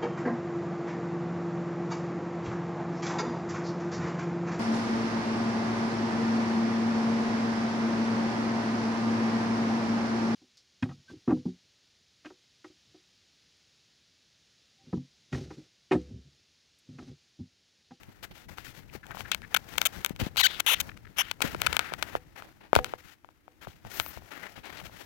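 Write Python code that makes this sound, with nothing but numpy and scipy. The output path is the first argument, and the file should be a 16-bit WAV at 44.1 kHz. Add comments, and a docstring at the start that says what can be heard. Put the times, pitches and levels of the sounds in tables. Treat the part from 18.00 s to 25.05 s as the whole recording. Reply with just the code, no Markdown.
"""A quiet workshop, heard through a phone's own two microphones as it is handled and propped on a bench.
A fingertip rubs right beside the left port; where the skin grips it sticks and slips, in ticks,
creaks and short squeaks. The grip flexes the case with a low rumble. The case knocks on the bench,
which rings, and the fingers brush it again. The right microphone hears the handling dully, through
the body. Behind it all lie still air and a faint low drone."""
import sys
import numpy as np
from scipy import signal
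from scipy.fft import rfft, irfft, next_fast_len
from scipy.io import wavfile

SR = 44100
rng = np.random.default_rng(int(sys.argv[2]) if len(sys.argv) > 2 else 0)


def to_wav(s):
    """Save 16-bit WAV."""
    ch = np.atleast_2d(s).T  # columns
    pcm = np.round(np.clip(ch, -1, 1) * 32767)  # PCM
    wavfile.write(sys.argv[1], SR, pcm.astype(np.int16))


N = 310905

# What a slip rings with at the near (left) port and, through the body, at the far (right) one.
# Each row: nominal frequency in Hz, width in Hz, relative level in dB.
NEAR_MODES = [(750, 650, -11.5), (1540, 380, 0), (2380, 876, 0), (3300, 502, 2.5), (4080, 550, -0.5),
              (6510, 960, -3.5), (7640, 2300, -6.5), (11610, 940, -8.5), (15000, 2600, -8)]
FAR_MODES = [(680, 770, 15), (1600, 94, -2.5), (2130, 510, -10.5), (4250, 2900, 4)]
# How firmly the hand holds the case, slackest just after it lands on the bench.
# Each row: time in seconds, then skin creep, left rumble and right rumble in dB.
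GRIP = [(0, -58.5, -59, -65), (.47, -68, -57, -64), (.6, -61, -48, -65), (1.0, -62.5, -53.5, -61),
        (1.15, -59, -42.5, -59), (1.48, -59, -49, -61.5), (2.03, -48, -48, -66), (2.14, -62, -53, -61),
        (2.6, -56.5, -47, -65), (3.02, -62.5, -52.5, -59), (3.38, -62, -51, -66.5),
        (3.52, -49.5, -43.5, -49.5), (3.97, -62, -52, -60.5), (4.32, -63.5, -56.5, -61),
        (4.7, -68, -62, -64.5), (4.85, -54, -52.5, -54.5), (5.17, -72, -74, -83), (5.57, -69.5, -64, -71.5),
        (5.76, -68, -56.5, -57.5), (6.1, -57, -50.5, -62), (6.52, -59.5, -63.5, -66), (7.05, -53, -53, -57)]


def from_db(db):
    """Decibels to gain."""
    return 10 ** (np.asarray(db) / 20)


def rms_one(x):
    """Scale to an rms of 1."""
    return x / np.sqrt(np.mean(x ** 2) + 1e-20)


def in_time(rows):
    """Each column of a curve at every sample."""
    s, *columns = np.transpose(sorted(rows))
    return [np.interp(np.arange(N) / SR, s, c) for c in columns]


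def add(track, s, sound):
    """Mix a sound in at s seconds."""
    at = int(round(s * SR))
    track[at:at + len(sound)] += sound[:N - at]


def drift(hz):
    """Slow random wander of spread 1."""
    r = np.exp(-2 * np.pi * hz / SR)
    return rms_one(signal.lfilter([1], [1, -2 * r, r * r], rng.standard_normal(N + SR))[SR:])


def coloured(x, colour):
    """Give a steady excitation a spectrum that falls away beyond its end points; rms 1."""
    hz, db = np.transpose(colour)
    size = next_fast_len(N)
    log_hz = np.log(np.maximum(np.fft.rfftfreq(size, 1 / SR), 1))
    beyond = np.abs(log_hz - np.clip(log_hz, np.log(hz[0]), np.log(hz[-1])))
    gain = from_db(np.interp(log_hz, np.log(hz), db) - 30 * beyond)
    return rms_one(irfft(rfft(x, size) * gain, size)[:N])


def resonate(x, hz, width_hz):
    """A resonance with gain 1 at its peak."""
    r = np.exp(-np.pi * width_hz / SR)
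    poles = [1, -2 * r * np.cos(2 * np.pi * hz / SR), r * r]
    return signal.lfilter(np.array([1, 0, -1]) * (1 - r * r) / 2, poles, x)


def gesture(s, length, attack_s, release_s, swell_db=0.0, arch_db=0.0):
    """Rise, hold with a swell and an arch, then die away; gain at every sample."""
    out = np.zeros(N)
    t = np.arange(int((length + 8 * release_s) * SR)) / SR
    along = np.minimum(t / length, 1) - .5
    hold = from_db(swell_db * along + arch_db * (np.cos(np.pi * along) - 2 / np.pi))
    add(out, s, hold * np.minimum(t / attack_s, 1) * np.exp(-np.maximum(t - length, 0) / release_s))
    return out


def room_tone(air_db=-69.5, drone_db=-72.5):
    """Still air, separate at each microphone, and a faint low drone common to both."""
    # Spectrum of the air. Each row: frequency in Hz, relative level in dB.
    air_colour = [(15, -20.5), (25, 0), (92, 0.5), (190, -8.5), (309, -5.5), (591, -31), (863, -24.5),
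                  (1040, -30.5), (1290, -22), (2220, -19.5), (5880, -31.5), (14800, -30.5), (16000, -41.5)]
    air = np.array([coloured(rng.standard_normal(N), air_colour) for side in range(2)])
    drone = rms_one(resonate(rng.standard_normal(N), hz=312, width_hz=24))
    return from_db(air_db) * air + from_db(drone_db) * drone


def workshop_tail(x, t60=0.27, wet_db=-50.0, wall_hz=3500):
    """The room returns a faint dull tail."""
    t = np.arange(SR // 2) / SR
    walls = signal.butter(2, wall_hz, fs=SR, output="sos")
    tails = signal.sosfilt(walls, rng.standard_normal((2, len(t)))) * from_db(-60 * t / t60)
    tails /= np.sqrt(np.sum(tails ** 2, axis=1, keepdims=True))
    return from_db(wet_db) * signal.fftconvolve(x.sum(axis=0)[None], tails, axes=1)[:, :N]


def grip_rumble(opposed=0.043, lumps_db=3.5):
    """The grip flexes the case in lumps, pushing the two microphones partly in opposite senses."""
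    # Shifts of the grip. Each row: start and length in seconds, left and right level in dB.
    bumps = [(0.077, 0.016, -45.5, -55), (0.227, 0.027, -47.5, -60), (0.3, 0.019, -54, -49.5),
             (.58, 0.011, -43.5, -56), (0.775, .025, -43, -62), (.945, 0.018, -39, -65),
             (1.964, 0.029, -36.5, -62), (2.198, .035, -34.5, -41), (3.438, .035, -43, -57),
             (3.532, 0.023, -41, -40), (3.929, .02, -45, -48), (4.148, 0.017, -45, -42),
             (4.764, 0.045, -34, -34.5), (4.93, 0.018, -51, -49), (5.044, 0.011, -48, -56),
             (5.236, 0.015, -54.5, -76), (5.666, 0.014, -39, -43), (5.843, 0.028, -43, -46.5),
             (5.986, 0.024, -38.5, -46), (6.166, 0.021, -39.5, -49), (6.226, .015, -50, -53),
             (6.571, 0.02, -43, -52), (6.815, 0.062, -46, -52)]
    # Spectrum of the flexing case. Each row: frequency in Hz, relative level in dB.
    rumble_colour = [(20, -11), (50, 0), (110, -1.5), (200, -6.5), (330, -16), (600, -25)]
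    flex = from_db(in_time(GRIP)[1:]) * from_db(lumps_db * drift(hz=7.1))
    for s, length, *sides_db in bumps:
        bump = gesture(s, length, attack_s=0.0042, release_s=0.015)   # gives at once, then settles
        flex = np.maximum(flex, np.outer(from_db(sides_db), bump))
    left, right = (coloured(rng.standard_normal(N), rumble_colour) for side in range(2))
    return flex * np.array([left, rms_one(right - opposed * left)])


def friction(per_s, spread_db, smooth):
    """Skin ridges catch at random, with uneven force, over a smooth sliding hiss."""
    caught = rng.random(N) < per_s / SR
    force = from_db(spread_db * np.minimum(rng.exponential(1, N), 4)) * rng.choice([-1, 1], N)
    return rms_one(rms_one(caught * force) + smooth * rng.standard_normal(N))


def stroke_gains(lead_s=0.0053):
    """Gains of rub, bright rub, scuff, hiss and far port: strokes over the holding hand's faint creep."""
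    # Strokes of skin past the port. Each row: start and length in seconds, then in dB the rub level,
    # its swell from start to end, brightness, scuff and hiss relative to the rub, and far port level.
    strokes = [(0.087, 0.011, -71, -3, 4, 2, -10, -52.5), (0.231, 0.011, -35, -4, 4.5, 0, -2.5, -68),
               (0.309, 0.013, -60.5, 1, 11, -1, -6, -48), (0.339, 0.11, -55, 1.5, 6, 0, -3, -68),
               (0.488, 0.053, -50, -10.5, 1, 1, -4.5, -73),
               (0.576, 0.066, -50.5, -19, 4.5, -4.5, -5.5, -67),
               (0.645, 0.074, -48.5, -5, 4.5, -7.5, -2.5, -70),
               (0.739, 0.056, -53.5, 11.5, 4.5, 0, -2, -68), (0.925, 0.027, -48.5, 16, 2.5, 1.5, -4, -66),
               (1.051, 0.08, -59, 0, -8, 8.5, -8, -72), (1.143, 0.077, -46, 3.5, 3.5, 0.5, -3.5, -67),
               (1.242, 0.11, -48, 4, -3.5, -3.5, -10, -57), (1.508, 0.18, -60.5, -5, 1, 7.5, -1.5, -71),
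               (1.685, 0.16, -48, 5, 3, 0, -3.5, -62), (1.914, 0.092, -50.5, 15, 3, -2, -3.5, -78),
               (2.046, 0.061, -49.5, -5, -5, 2, -7, -62), (2.195, 0.083, -41, -8.5, 7, 1, -4.5, -42.5),
               (2.372, 0.23, -43, 4, 7, -6.5, -8, -52.5), (2.662, 0.15, -42, -4, 0, -8, -9, -54),
               (2.821, 0.084, -56, -4, -21, 5.5, 0, -54.5), (3.166, 0.15, -44, -13, 2, -11.5, -11.5, -60),
               (3.418, 0.13, -39, -15, 3.5, -2.5, -6.5, -45), (3.601, 0.17, -38.5, 2, 0, -2.5, -10.5, -47),
               (3.799, 0.14, -40.5, -2.5, 0, -7, -14.5, -53),
               (3.981, 0.188, -46.5, 0.5, 0.5, -0.5, -8, -61),
               (4.358, 0.043, -44, 2.5, 0.5, -0.5, -9.5, -66), (4.422, 0.086, -58.5, -4, 2, 2.5, -6, -55.5),
               (4.61, 0.064, -57, -4, 3, 5, -15, -60.5), (4.744, 0.044, -39, 5, 2, -1, -9, -40),
               (4.851, 0.11, -54, -16, 7, 3, -8, -57.5), (4.983, 0.153, -55.5, 4.5, 3, -7, -5, -74),
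               (5.615, 0.033, -48, -1.5, 2.5, -3, -8, -74), (5.67, 0.097, -60, -8, 7, 0, -1.5, -66),
               (5.848, 0.075, -55, -10, 3, 3, -5.5, -65), (5.903, 0.11, -42.5, 4, 2, -2.5, -1, -58),
               (6.023, 0.16, -47.5, -5.5, -1.5, -5, -4, -65),
               (6.31, 0.17, -45.5, -9.5, -0.5, -1.5, -11, -73), (6.428, 0.042, -41, 9, -7, -3.5, -18, -71),
               (6.496, 0.026, -56.5, 4, 4, 1, -1, -74), (6.559, 0.039, -48, -11, 5.5, 0, -9.5, -65),
               (6.634, 0.085, -46, -8, 3.5, 0.5, -12.5, -64), (6.726, 0.075, -46, 3, 4, -0.5, -9.5, -67),
               (6.837, 0.031, -48.5, 2, 6.5, -2, -3.5, -62), (6.928, 0.093, -53, 6.5, 6, -1, -2.5, -72)]
    creep = from_db(in_time(GRIP)[0])
    power = np.outer(from_db([0, 0, 0, -4.5, -5]), creep) ** 2
    for s, length, db, swell_db, bright_db, scuff_db, hiss_db, far_db in strokes:
        # The skin gives just before it slides; the arch is the extra speed in mid-stroke.
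        stroke = gesture(s - lead_s, length + lead_s, attack_s=0.0089, release_s=0.0084,
                         swell_db=swell_db, arch_db=0.5)
        on = np.flatnonzero(stroke)
        gains = from_db([db, db + bright_db, db + scuff_db, db + hiss_db, far_db])
        power[:, on] += np.outer(gains, stroke[on]) ** 2
    return np.sqrt(power)


def rubbing(rub_db=-0.5, scuff_db=-1.5, hiss_db=0.5, flutter_db=2.5, bright_above_hz=2620):
    """Sliding skin gives the near port a mid-range rub, a low scuff and a hiss; the far one hears it dully."""
    # Spectra of these four sounds. Each row: frequency in Hz, relative level in dB.
    rub_colour = [(700, -20), (1300, 3), (1900, 3.5), (3000, -3), (4500, -12.5), (6500, -24.5)]
    scuff_colour = [(150, -7), (300, 0), (500, -3.5), (850, 0), (1300, -10), (2000, -10)]
    hiss_colour = [(3500, -1), (6000, 0), (7500, -4), (9200, -8.5), (12000, -3), (15500, -4)]
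    far_colour = [(150, 3), (300, 2), (600, -2), (1200, -8), (2200, -9.5), (3000, -15.5), (4500, -15.5),
                  (7000, -30.5), (15000, -22.5)]
    rub, bright, scuff, hiss, far = stroke_gains()
    mid = coloured(friction(per_s=3000, spread_db=1.5, smooth=1.0), rub_colour)
    dull = signal.sosfiltfilt(signal.butter(4, bright_above_hz, fs=SR, output="sos"), mid)
    near = from_db(rub_db) * (rub * dull + bright * (mid - dull))   # drier skin lifts the top
    near += hiss * from_db(hiss_db) * coloured(rng.standard_normal(N), hiss_colour)
    low = coloured(friction(per_s=1900, spread_db=2.5, smooth=0.82), scuff_colour)
    near += scuff * from_db(scuff_db) * low
    through_body = coloured(friction(per_s=3500, spread_db=5.5, smooth=1.1), far_colour)
    return np.array([from_db(flutter_db * drift(hz=46)) * near, far * through_body])


def slides(far_db=-21.5):
    """Too fast to stick, the skin drives one broad resonance for a moment and half sings."""
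    # Each row: start and length in seconds, rms level at the near port in dB, pitch and width in Hz.
    quick_slides = [(0.891, .012, -51.5, 2360, 600), (1.028, 0.022, -46, 1590, 500),
                    (1.101, 0.029, -42, 1580, 546), (1.13, 0.019, -52, 1480, 700),
                    (1.245, 0.022, -41.5, 1650, 450), (1.312, 0.032, -33, 2580, 900),
                    (1.424, 0.036, -44.5, 1770, 400), (1.516, 0.02, -49, 1600, 500),
                    (1.55, .02, -40, 1890, 608), (2.442, 0.15, -41, 3400, 800),
                    (2.741, 0.043, -42.5, 3028, 796), (2.889, 0.011, -38, 1626, 786),
                    (2.914, 0.0088, -46, 1720, 700), (2.966, 0.013, -47.5, 1602, 802),
                    (3.049, 0.0093, -47.5, 1620, 796), (3.067, 0.012, -49, 1620, 800),
                    (3.224, 0.11, -50, 2940, 696.4), (3.834, .11, -47.5, 1600, 599.6),
                    (5.909, 0.23, -44, 14000, 2500), (6.002, 0.017, -42, 1340, 700),
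                    (6.453, 0.024, -47, 1690, 900), (6.65, 0.026, -46.5, 2000, 1800),
                    (6.762, 0.037, -48, 3450, 1700)]
    out = np.zeros(N)
    grains = friction(per_s=3700, spread_db=10.5, smooth=1.0)
    for s, length, db, hz, width in quick_slides:
        voiced = resonate(grains[int(s * SR):][:int(length * SR)], hz, width)
        if hz > 2 * width:
            voiced = resonate(voiced, hz, 2 * width)   # steeper skirts
        add(out, s, from_db(db) * rms_one(voiced * signal.windows.tukey(len(voiced), .5)))
    return out * from_db([[0], [far_db]])


def slip_pulse(modes, tilt_db=0.0, shift=0.942):
    """One slip heard through the modes, which change a little with the place of the finger; peak 1."""
    click, pulse = signal.unit_impulse(512), 0
    for k, (hz, width, db) in enumerate(modes):
        stray_db, detune = rng.normal(0, [1.0, .025])
        gain = (-1) ** k * from_db(db + stray_db + tilt_db * np.log2(hz))
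        pulse += gain * resonate(click, hz * shift * np.exp(detune), width)
    return pulse / np.abs(pulse).max()


def slip_train(curve, jitter=0.022, uneven_db=1.63, limp=0.18, soft_hz=1800):
    """Skin loads and lets go at the slip rate, strong and weak in turn; quick slips are rounder."""
    s, rate, db = np.transpose(sorted(curve))
    train = np.zeros(int((s[-1] - s[0]) * SR) + 64)
    rounded, sharp = np.hanning(9) / 2, signal.unit_impulse(9, "mid")
    t, sign = s[0], 1
    while t <= s[-1]:
        per_s = np.interp(t, s, rate)
        force = from_db(np.interp(t, s, db) + uneven_db * rng.normal()) * (1 + sign * limp)
        soft = per_s ** 4 / (per_s ** 4 + soft_hz ** 4)
        add(train, t - s[0], force * (soft * rounded + (1 - soft) * sharp))
        t += np.exp(jitter * rng.normal()) / per_s
        sign = -sign
    return train


def case_ring(contacts, ring_db=-16.0, rattle_t60=0.013, rattle_db=-15.5):
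    """After each contact the case hums on one mode and a dense, short rattle dies away."""
    t = np.arange(SR // 10) / SR
    rattle = resonate(rng.standard_normal(len(t)), hz=2100, width_hz=1600) * from_db(-60 * t / rattle_t60)
    rattle *= from_db(rattle_db) / np.sqrt(np.sum(rattle ** 2))
    hum = from_db(ring_db) * resonate(contacts, hz=900, width_hz=45)
    return hum + signal.fftconvolve(contacts, rattle[None], axes=1)[:, :N]


def case_swing(hz, firm, damping=0.79, round_off=3.14):
    """The push and rebound of a soft contact; peak 1."""
    soft = signal.butter(2, round_off * hz, fs=SR, output="sos")
    pulse = signal.sosfilt(soft, resonate(signal.unit_impulse(SR // 20), hz, firm * damping * hz))
    return pulse / np.abs(pulse).max()


def knocks(far_pitch=0.63, crack_db=-18.5, firm_share=0.13):
    """A blow gives the case one damped swing, opposite at its two ends, and sets the bench ringing."""
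    # Knocks and finger thumps on the case. Each row: start in seconds, peak in dB, pitch in Hz,
    # then right microphone and bench ring in dB relative to that peak.
    hits = [(.5840, -20, 1240, -22, -51), (.9520, -25.5, 400, -23, -50), (1.109, -23, 1100, -15, -47),
            (1.148, -27, 745, -20, -50), (1.1711, -23, 914, -27, -48), (2.1070, -21, 177, -37, -50),
            (2.2110, -22.5, 493, -17, -43), (2.2165, -17.5, 142, -18, -30), (2.2250, -20, 108, -13, -49),
            (2.2665, -19.5, 178.9, -33, -44), (3.4420, -21, 264.5, -5, -38), (3.4480, -18.5, 170, -25, -42),
            (3.5500, -22.5, 456.4, -4, -48), (3.9216, -20.5, 625, -5.5, -31),
            (4.1527, -10.5, 730, -1, -33.5), (4.7314, 0, 567, -35, -52), (4.7629, 4.5, 647, -10.5, -49),
            (4.7680, -16, 87, -12, -45.5), (4.7896, -7, 737, -5.5, -20.5),
            (4.9372, -14.5, 690, -5.5, -37.5), (5.2463, -31.5, 848, -18.5, -33.5),
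            (5.2890, -36.5, 927, -7.5, -34), (5.4800, -32.5, 700, -21, -26), (5.6500, -35, 1050, -31, -47),
            (5.6713, -23.5, 650, -14.5, -42), (5.8500, -29.5, 790, -11, -39), (6.1737, -26, 650, -16, -50),
            (6.221, -38, 696, -15, -45), (6.58, -33, 790, -16, -41), (6.815, -31, 746, -14, -45),
            (6.896, -37, 696, -14, -45)]
    # The bench under the case. Each row: frequency in Hz, relative level in dB, t60 in seconds.
    bench_modes = [(431, -14, .22), (497, -3.5, 0.22), (760, -9, 0.24), (1254, -23.5, .12),
                   (1670, -13.5, 0.06)]
    out, blows = np.zeros((2, N)), np.zeros(N)
    for s, db, hz, right_db, ring_db in hits:
        firm = from_db(firm_share * db)   # a light touch damps the case less and hardly cracks
        add(out[0], s, from_db(db) * case_swing(hz, firm))
        add(out[1], s, -from_db(db + right_db) * case_swing(far_pitch * hz, firm))
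        hardness = firm * min(hz / 800, 1) ** 2   # only hard contacts crack
        add(out[0], s, from_db(db + crack_db) * hardness * slip_pulse(NEAR_MODES))
        add(out[1], s, from_db(db + right_db + crack_db) * hardness * slip_pulse(FAR_MODES))
        add(blows, s, from_db([db + ring_db]))
    t = np.arange(SR // 2) / SR
    ring = sum(from_db(db - 60 * t / t60) * np.sin(2 * np.pi * hz * t) for hz, db, t60 in bench_modes)
    return out + signal.fftconvolve(blows, ring)[:N] * from_db([[0.0], [-2.0]])


def creaks_and_ticks(far_db=-18.5):
    """Gripping skin lets go: a handful of slips is a creak, a single one a tick."""
    # Each row: start and length in seconds, first and last slips per second,
    # first and last level in dB, tilt in dB per octave.
    creaks = [(1.316, 0.0046, 1230, 2400, -10.5, -17.5, -0.5), (1.3452, .0026, 1130, 1230, -30, -1, -1),
              (1.5434, 0.0038, 420, 900, -9.5, -3.5, -1.5), (1.546, 0.0053, 1700, 1100, -14.5, -22, 0),
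              (1.564, 0.0071, 1600, 630, -14, -13.5, -1.5), (1.8148, .0019, 730, 650, -12.5, -1, -1),
              (1.8535, 0.011, 500, 820, -9, -9, 1), (1.8636, .0092, 830, 420, -11.5, -10, 1.5),
              (2.5977, 0.0061, 1400, 380, -22, -3.5, -1), (2.801, 0.012, 1320, 274, -14, -11, 1.5),
              (3.3126, 0.0037, 1130, 350, -12.5, -18.5, -3), (3.4191, 0.0056, 480, 975, -8, -9, -1.5),
              (3.547, 0.0019, 530, 350, -14, -9, -10.5), (3.6645, 0.0061, 515, 1690, -6, -11.5, -3),
              (3.7285, 0.0023, 450, 390, -12, -10, -4), (3.7671, 0.0017, 830, 570, -5.5, -31, -2),
              (4.7529, 0.0012, 760, 1000, -5, -22, -3.5)]
    # Each row: start in seconds, peak at the near port in dB, tilt in dB per octave.
    ticks = [(0.0336, -32, -2.5), (1.067, -31.5, -1), (1.1146, -32.5, 2), (1.2069, -16.5, -6),
             (1.419, -28.5, -6), (1.739, -27, -6), (1.756, -28.5, -9), (1.7796, -10.5, -2),
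             (1.7818, -2, -1.5), (1.7837, -22, -13), (1.826, -31, -1), (2.0474, -4, 0), (2.0620, -8, 0.5),
             (2.095, -24.5, 1.5), (2.1622, -27.5, -3), (2.2010, -16.5, -2.5), (2.3602, -20, -8.5),
             (3.4061, -16.5, -12), (3.6163, -13, 6), (3.618, -4.5, -2.5), (3.7927, -2, -4),
             (3.7968, -13, -5.5), (3.9374, -11, -5), (4.0259, -6, -4), (4.029, -19, 0),
             (4.0292, -13.5, -6.5), (4.4226, -24, -10), (4.7600, -14, -7.5), (4.7634, -7.5, -1.5),
             (4.8448, -10.5, -2.5), (5.999, -3, -3), (6.063, -21.5, -12)]
    out = np.zeros((2, N))
    trains = [(s, slip_train([(s, first, first_db), (s + abs(length), last, last_db)]), tilt_db)
              for s, length, first, last, first_db, last_db, tilt_db in creaks]
    trains += [(s, from_db([db]), tilt_db) for s, db, tilt_db in ticks]
    for s, train, tilt_db in trains:
        add(out[0], s, np.convolve(train, slip_pulse(NEAR_MODES, tilt_db)))
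        add(out[1], s, from_db(far_db) * np.convolve(train, slip_pulse(FAR_MODES, tilt_db)))
    return out


def squeaks(near_db=-3.0, far_db=-16.5):
    """Long runs of slips merge into a gliding pitch under the resonances of the half-covered port."""
    # Each row: the factor by which the finger shifts the port's resonances, then a curve whose
    # points give time in seconds, slips per second and relative level in dB.
    runs = [ (1.1, [(2.3695, 450, -10), (2.379, 1400, -12), (2.388, 1650, -13), (2.394, 1450, -11),
            (2.399, 1050, -7), (2.407, 690, -6), (2.414, 1200, -6), (2.419, 1900, -26),
            (2.429, 2100, -28)]), (1.1, [(2.429, 2100, -24), (2.434, 1850, -10), (2.441, 1460, -7),
            (2.449, 1560, -6), (2.456, 1420, -5), (2.464, 1650, -7), (2.469, 2200, -11),
            (2.473, 2900, -26)]), (.98, [(2.664, 420, -4), (2.670, 1200, -11), (2.675, 1750, -12),
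            (2.683, 950, -9), (2.690, 830, -9), (2.701, 1500, -11), (2.710, 1250, -11), (2.716, 570, -7),
            (2.723, 430, -6), (2.736, 620, -7), (2.743, 1500, -10), (2.748, 2500, -24)]),
            (.93, [(3.1715, 270, -24), (3.182, 350, -17), (3.1845, 380, -7), (3.195, 710, -8),
            (3.204, 880, -10), (3.213, 1150, -12), (3.219, 1700, -19), (3.223, 1900, -30)])]
    # The near port with a pressed fingertip damping its low modes.
    # Each row: nominal frequency in Hz, width in Hz, relative level in dB.
    pressed_modes = [(880, 600, -15), (1524, 1130, -5), (2167, 1360, -2), (3163, 930, -0.5),
                     (3674, 590, -1.5), (5980, 610, -13), (6900, 780, -14.5), (10920, 3000, -14),
                     (14100, 4800, -16.5)]
    out = np.zeros((2, N))
    for shift, curve in runs:
        s = curve[0][0]
        train = slip_train(curve, uneven_db=1.13, limp=0.15, soft_hz=1780)
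        add(out[0], s, from_db(near_db) * np.convolve(train, slip_pulse(pressed_modes, shift=shift)))
        add(out[1], s, from_db(far_db) * np.convolve(train, slip_pulse(FAR_MODES, tilt_db=-0.5)))
    return out


def scene():
    """Contacts on the case, right at the microphones, over the still air of the room."""
    contacts = creaks_and_ticks() + knocks()
    squeaking = squeaks()
    background = room_tone()
    ringing = case_ring(contacts) + workshop_tail(contacts + squeaking)
    return background + ringing + contacts + squeaking + slides() + rubbing() + grip_rumble()


def record(dry, ceiling=0.88, cutoff_hz=16100):
    """The phone flattens the highest peaks and cuts the top."""
    low_pass = signal.ellip(10, .1, 80, cutoff_hz, fs=SR, output="sos")
    return signal.sosfilt(low_pass, np.clip(dry, -ceiling, ceiling))


dry = scene()
out = record(dry)
to_wav(out)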